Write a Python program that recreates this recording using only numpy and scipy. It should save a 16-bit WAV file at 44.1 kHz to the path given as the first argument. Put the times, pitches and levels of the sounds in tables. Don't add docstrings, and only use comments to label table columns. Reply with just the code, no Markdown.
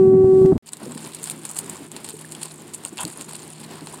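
import sys
import numpy as np
from scipy import signal
from scipy.fft import rfft, irfft, next_fast_len
from scipy.io import wavfile
from scipy.ndimage import uniform_filter1d

SR = 44100
rng = np.random.default_rng(int(sys.argv[2]) if len(sys.argv) > 2 else 0)


def generate_wav(sig):
    pcm = np.round(np.clip(np.atleast_2d(sig).T, -1, 1) * 32767).astype(np.int16)
    wavfile.write(sys.argv[1], SR, pcm)


N = 176400

# harmonic number, level/dB
HORN_PARTIALS = [(1, -11), (2, -38.5), (3, -45.5), (4, -59.5), (5, -66.5), (7, -73)]
# f/Hz, relative level/dB
WIND_COLOUR = [(25, -34.5), (50, -21.5), (90, -6), (160, 1), (260, -1.5), (400, -10), (550, -19.5),
               (800, -28.5), (1200, -45), (2000, -46), (4000, -63)]
WASH_COLOUR = [(3000, -1), (4700, -2.5), (6000, -7), (8300, 4), (11000, -8.5), (16000, -16.5)]
HARBOUR_COLOUR = [(25, -51), (55, -26), (100, -8.5), (150, -5), (230, -2.5), (380, -2), (520, -12.5),
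                  (950, -13), (1400, -18.5), (2600, -19.5), (4600, -23), (5900, -29.5), (8300, -28),
                  (11500, -29.5), (16000, -38)]
# f/Hz, relative level/dB
BUFFET_COLOUR = [(300, 1.5), (1000, -6.5), (3000, -17.5)]
TICK_COLOUR = [(3000, -2.5), (12000, -16.5)]
SPLASH_COLOUR = [(180, 12.5), (400, 6.0), (1000, -18.5), (3000, -32)]
# t/s, level/dB
WASH_RIDE = [(0, -54.5), (.15, -60.5), (.42, -50), (.5, -53.5), (.579, -58.5)]
# t/s, level/dB
BUFFETS = [(0.084, -37.5), (0.141, -33), (.245, -27), (0.334, -31.5), (0.422, -29.5), (0.452, -24.5),
           (0.526, -23.5), (0.562, -29)]
# f/Hz, level/dB
ENGINE_TONES = [(156.1, -49.5), (220.7, -55.5), (349.9, -59.5)]
# f/Hz, relative level/dB
TIP = [(2000, -31), (5000, -36), (6000, -17), (7200, -2.5), (8900, 1), (10000, -5), (11500, -12.5),
       (14000, -16), (16000, -26)]
SHELL = [(900, -30.5), (1800, -10), (2200, -6), (2700, 0), (3400, -2), (4350, 2), (5400, -4.5), (8000, -42)]
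BODY = [(200, -18), (500, -5.5), (750, -1.5), (1000, 3.5), (1220, -6), (1500, -4), (2000, -10.5),
        (3500, -27.5)]
# t/s, length/s, tip level/dB, shell level/dB, body level/dB
RUSTLE_BURSTS = [(0.658, 0.033, -43, -49, -54.5), (0.715, 0.029, -38.5, -51.5, -50.5),
                 (0.794, 0.2, -48, -53, -47.5), (0.967, 0.103, -40, -47, -45), (1.085, 0.11, -45, -49, -66),
                 (1.223, 0.093, -38.5, -45.5, -47.5), (1.429, 0.1, -40.5, -50.5, -50),
                 (1.54, 0.07, -33, -47.5, -46), (1.626, 0.16, -42.5, -53, -48.5),
                 (2.039, 0.078, -41.5, -48, -54), (2.146, 0.22, -46.5, -57.5, -59.5),
                 (2.406, 0.11, -42.5, -50, -50.5), (2.734, 0.012, -27, -42.5, -49.5),
                 (2.825, 0.052, -42.5, -51.5, -49), (2.984, 0.052, -35, -51, -36.5),
                 (3.06, 0.083, -41, -52, -50), (3.158, 0.083, -40.5, -49.5, -47.5),
                 (3.28, 0.16, -43.5, -50, -50), (3.477, 0.17, -49.5, -51.5, -53),
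                 (3.677, 0.15, -51.5, -52, -46.5), (3.873, 0.17, -47.5, -53.5, -49)]
# t/s, tip f/Hz, tip level/dB, shell f/Hz, shell level/dB
CLAW_SNAPS = [(0.7332, 8350, -15, 3990, -26), (.9206, 7700, -21, 3480, -37), (1.2988, 9050, -9, 3650, -24),
              (1.589, 9600, -8, 4660, -25), (2.3502, 7950, -24, 3260, -25.5),
              (2.433, 9300, -14.5, 4530, -24), (2.8503, 8460, -12, 2920, -25.5),
              (2.9867, 8850, -23, 2830, -19), (3.0515, 7950, -14.5, 4350, -18)]
# t/s, tip level/dB, shell level/dB
SHELL_CLICKS = [(0.77, -37.5, -48), (0.949, -37.5, -42.5), (1.148, -32, -50), (1.233, -32, -62),
                (1.2412, -25.5, -44), (1.2732, -34, -35), (1.2804, -39, -38.5), (1.3078, -27.5, -50),
                (1.3118, -31.5, -39), (1.453, -27, -38), (1.5134, -30, -45), (1.5652, -30, -42),
                (1.589, -23, -43), (1.697, -26.5, -43), (1.9168, -33, -45), (1.965, -31.5, -34.5),
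                (2.0468, -40, -38.5), (2.089, -30.5, -38), (2.097, -36, -49), (2.3217, -31.5, -42.5),
                (2.4168, -38, -44.5), (2.4307, -28.5, -39), (2.7366, -36, -55), (2.7464, -29, -49),
                (2.9725, -38, -38), (2.9803, -35.5, -37), (3.0127, -27, -43), (3.2114, -32, -39.5),
                (3.8717, -37, -37.5)]
# t/s, f/Hz, level/dB, decay/s
WATER_PLOPS = [(.817, 633, -23.5, 0.0025), (.828, 200, -26.5, 0.019), (.862, 490, -24, 0.005),
               (.869, 245, -27.5, 0.03), (.901, 227, -31.5, 0.016), (.955, 241, -26.5, 0.0086),
               (1.635, 406, -31.5, 0.0068), (1.803, 281.5, -29.5, .018), (2.136, 431, -33.5, 0.019),
               (2.246, 1730, -23.5, 0.002), (2.924, 317, -25.5, 0.0075), (3.039, 175, -26, 0.023),
               (3.053, 322, -29.5, 0.015), (3.817, 286, -31.5, 0.015)]
# f/Hz, width/Hz, level/dB
CREAK_MODES = [(800, 430, -43), (960, 110, -37.5), (1496, 100, -39), (2670, 160, -39.5), (3210, 580, -35),
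               (4500, 160, -46)]
# t/s, level/dB
TREBLE_RIDE = [(1.3, 1.5), (2.7, -3.5)]

CUT_S, RESUME_S, SETTLED_S = .579, .625, .83


def undb(db):
    return 10 ** (np.asarray(db) / 20)


def unit(x):
    return x / np.sqrt(np.mean(x ** 2))


def ride(t, points):
    return undb(np.interp(t, *np.array(points).T))


def drift(rate_hz):
    hold = max(int(SR / rate_hz), 2)
    steps = np.repeat(rng.standard_normal(N // hold + 1), hold)
    return unit(uniform_filter1d(uniform_filter1d(steps, hold), hold // 2 + 1)[:N])


def ring(x, colour):
    size = next_fast_len(N + SR // 4, real=True)
    size += size % 2
    hz, db = np.array(colour).T
    bin_hz = np.arange(size // 2 + 1) * SR / size
    gain = unit(undb(np.interp(np.log(bin_hz + 1), np.log(hz), db)))
    cepstrum = irfft(np.log(gain))
    cepstrum[1:size // 2] *= 2
    cepstrum[size // 2 + 1:] = 0
    return irfft(rfft(x, size) * np.exp(rfft(cepstrum)))[:N]


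def noise(colour):
    return ring(rng.standard_normal(N), colour)


def sprinkle(grains, positions):
    samples = (positions * N).astype(int) + np.arange(grains.shape[1])
    return unit(np.bincount(samples.ravel(), grains.ravel(), N)[:N])


def foghorn(t, hz=378.66, waver_db=.55, stop_s=.534, release_s=.017):
    phase = 2 * np.pi * hz * t + .02 * drift(12)
    note = sum(undb(db + waver_db * drift(20)) * np.sin(k * phase) for k, db in HORN_PARTIALS)
    return np.sqrt(2) * note * np.clip((stop_s - t) / release_s, 0, 1)


def wind(t, rumble_db=-25, flutter_db=2.3, buffet_s=.0087):
    rumble = noise(WIND_COLOUR) * undb(rumble_db + flutter_db * drift(49.9))
    gusts = sum(undb(db) * np.exp(-((t - when) / buffet_s) ** 2) for when, db in BUFFETS)
    saturated = np.tanh(2 * noise(WIND_COLOUR))
    return rumble + gusts * ring(saturated, BUFFET_COLOUR)


def sea_wash(t):
    return noise(WASH_COLOUR) * ride(t, WASH_RIDE)


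def tick(t, at_s=.461, level_db=-37.5, width_s=.0025):
    return undb(level_db) * np.exp(-np.abs(t - at_s) / width_s) * noise(TICK_COLOUR)


def cut_click(t, level_db=-18.5, width_s=.00028):
    return undb(level_db) * np.exp(-np.abs(t - CUT_S) / width_s)


def engine(t, waver_db=2.5):
    hum = sum(undb(db + waver_db * drift(9.13)) * np.sin(2 * np.pi * hz * t + .5 * drift(5.6))
              for hz, db in ENGINE_TONES)
    return np.sqrt(2) * hum


def harbour(t, level_db=-44.5, flicker_db=2.5):
    return noise(HARBOUR_COLOUR) * undb(level_db + flicker_db * drift(25.09))


def slips(part, count=12000, spread_db=5.5, max_decay_cycles=3.9):
    position, pitch, size, phase, dryness = rng.random((count, 5)).T[:, :, None]
    low_hz, high_hz = part[0][0], part[-1][0]
    hz = low_hz * (high_hz / low_hz) ** pitch
    cycles = hz * np.arange(SR // 150) / SR
    decay_cycles = max_decay_cycles * 10 ** -dryness
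    strength = undb(-spread_db * np.log(size + .033)) * hz / np.sqrt(decay_cycles)
    grains = strength * np.exp(-cycles / decay_cycles) * np.sin(2 * np.pi * (cycles + phase))
    return sprinkle(grains, position)


def crackles(per_s=90, centre_hz=8540, pitch_spread=.22, decay_s=.00086):
    position, pitch, size = rng.random((int(per_s * N / SR), 3)).T[:, :, None]
    age = np.arange(int(10 * decay_s * SR)) / SR
    hz = centre_hz * np.exp(pitch_spread * (2 * pitch - 1))
    grains = size * np.exp(-age / decay_s) * np.sin(2 * np.pi * hz * age)
    return sprinkle(grains, position)


def rustle(t, attack_s=.0064, release_s=.0075, jerk_db=3.5, rub_mix=.32, crackle_mix_db=-1.5):
    stir_db = (-49.5, -68, -61.5)
    power = undb(stir_db)[:, None] ** 2 * (t > SETTLED_S)
    for start, length, *levels in RUSTLE_BURSTS:
        attack = np.clip((t - start) / attack_s, 0, 1)
        release = np.exp(-np.clip(t - start - length, 0, 1) / release_s)
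        power += (undb(levels)[:, None] * attack * release) ** 2
    jerk = undb(jerk_db * drift(200))
    tip, shell, body = (unit(ring(slips(part), part)) + rub_mix * noise(part)
                        for part in (TIP, SHELL, BODY))
    tip += undb(crackle_mix_db) * crackles()
    return sum(gain * unit(jerk * texture) for gain, texture in zip(np.sqrt(power), (tip, shell, body)))


def claw_snaps(t, attack_s=.0001, tip_decay_s=.00088, shell_decay_s=.0012, grit_mix=.5):
    out = np.zeros(N)
    tip_grit, shell_grit = noise(TIP), noise(SHELL)
    for start, tip_hz, tip_db, shell_hz, shell_db in CLAW_SNAPS:
        age = np.clip(t - start, 0, 20 * shell_decay_s)
        tip = tip_hz, tip_db, tip_decay_s, tip_grit
        shell = shell_hz, shell_db, shell_decay_s, shell_grit
        for hz, db, decay, grit in tip, shell:
            envelope = (1 - np.exp(-age / attack_s)) * np.exp(-age / decay)
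            out += undb(db) * envelope * (np.sin(2 * np.pi * hz * age) + grit_mix * grit)
    return out


def shell_clicks(t, chatter_mix_db=-16.5, body_offset_db=-3.5, level_window_s=.0048):
    lead = SR // 200
    age = t[:SR // 40] - lead / SR
    spike = lambda rise_s, decay_s: np.exp(np.minimum(age / rise_s, -age / decay_s))
    snap = spike(rise_s=.000081, decay_s=.0002)
    chatter = spike(rise_s=.0019, decay_s=.0075)
    envelope = snap + undb(chatter_mix_db) * chatter
    forces = np.zeros((3, N))
    for start, tip_db, shell_db in SHELL_CLICKS:
        gains = undb([tip_db, shell_db, shell_db + body_offset_db])[:, None]
        push = rng.standard_normal((3, len(age))) * envelope
        push *= np.sqrt(level_window_s * SR / np.sum(push ** 2, axis=1, keepdims=True))
        onset = int(start * SR) - lead
        forces[:, onset:onset + len(age)] += (gains * push)[:, :N - onset]
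    return sum(ring(force, part) for force, part in zip(forces, (TIP, SHELL, BODY)))


def plops(t, attack_s=.0015, splash_mix=.7, low_cut_hz=143):
    out = np.zeros(N)
    splash = noise(SPLASH_COLOUR)
    for start, hz, db, decay in WATER_PLOPS:
        age = np.clip(t - start, 0, 1)
        envelope = (1 - np.exp(-age / attack_s)) * np.exp(-age / decay)
        out += undb(db) * envelope * (np.sin(2 * np.pi * hz * age) + splash_mix * splash)
    return signal.sosfilt(signal.butter(4, low_cut_hz, "high", fs=SR, output="sos"), out)


def creak(t, start_s=2.986, length_s=.053, attack_s=.00051, slips_per_s=330):
    age = t - start_s
    slip_phase = (slips_per_s * t + .24 * drift(200)) % 1
    scrape = unit(np.exp(-slip_phase / .22) * rng.standard_normal(N))
    scrape *= np.clip(age / attack_s, 0, 1) * (age < length_s)
    out = np.zeros(N)
    for hz, width, db in CREAK_MODES:
        b, a = signal.iirpeak(hz, hz / width, fs=SR)
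        resonance = signal.lfilter(b, a, signal.lfilter(b, a, scrape))
        makeup_gain = np.sqrt(2 * SR / (np.pi * width))
        sag_db = 50 * np.clip(age, 0, 1) * hz / CREAK_MODES[0][0]
        out += undb(db - sag_db) * makeup_gain * resonance
    return out


def crab_net(t, treble_hz=9800, scatter_decay_s=.02, scatter_mix_db=-17):
    handling = shell_clicks(t) + rustle(t)
    treble = signal.sosfilt(signal.butter(2, treble_hz, "high", fs=SR, output="sos"), handling)
    direct = handling + (ride(t, TREBLE_RIDE) - 1) * treble + claw_snaps(t) + creak(t)
    age = t[:SR // 20]
    tail = unit(rng.standard_normal(len(age)) * np.exp(-age / scatter_decay_s)) / np.sqrt(len(age))
    return direct + undb(scatter_mix_db) * signal.fftconvolve(direct, tail)[:N]


def scene():
    t = np.arange(N) / SR
    jetty = foghorn(t) + wind(t) + tick(t) + sea_wash(t) + cut_click(t)
    fade_in = ride(t, [(RESUME_S, -13.5), (SETTLED_S, 0)])
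    haul = (engine(t) + harbour(t)) * fade_in + crab_net(t) + plops(t)
    return (jetty * (t < CUT_S) + haul * (t > RESUME_S))[None]


def record(dry, high_cut_hz=15900):
    return signal.sosfilt(signal.ellip(8, .2, 70, high_cut_hz, fs=SR, output="sos"), dry)


dry = scene()
out = record(dry)
generate_wav(out)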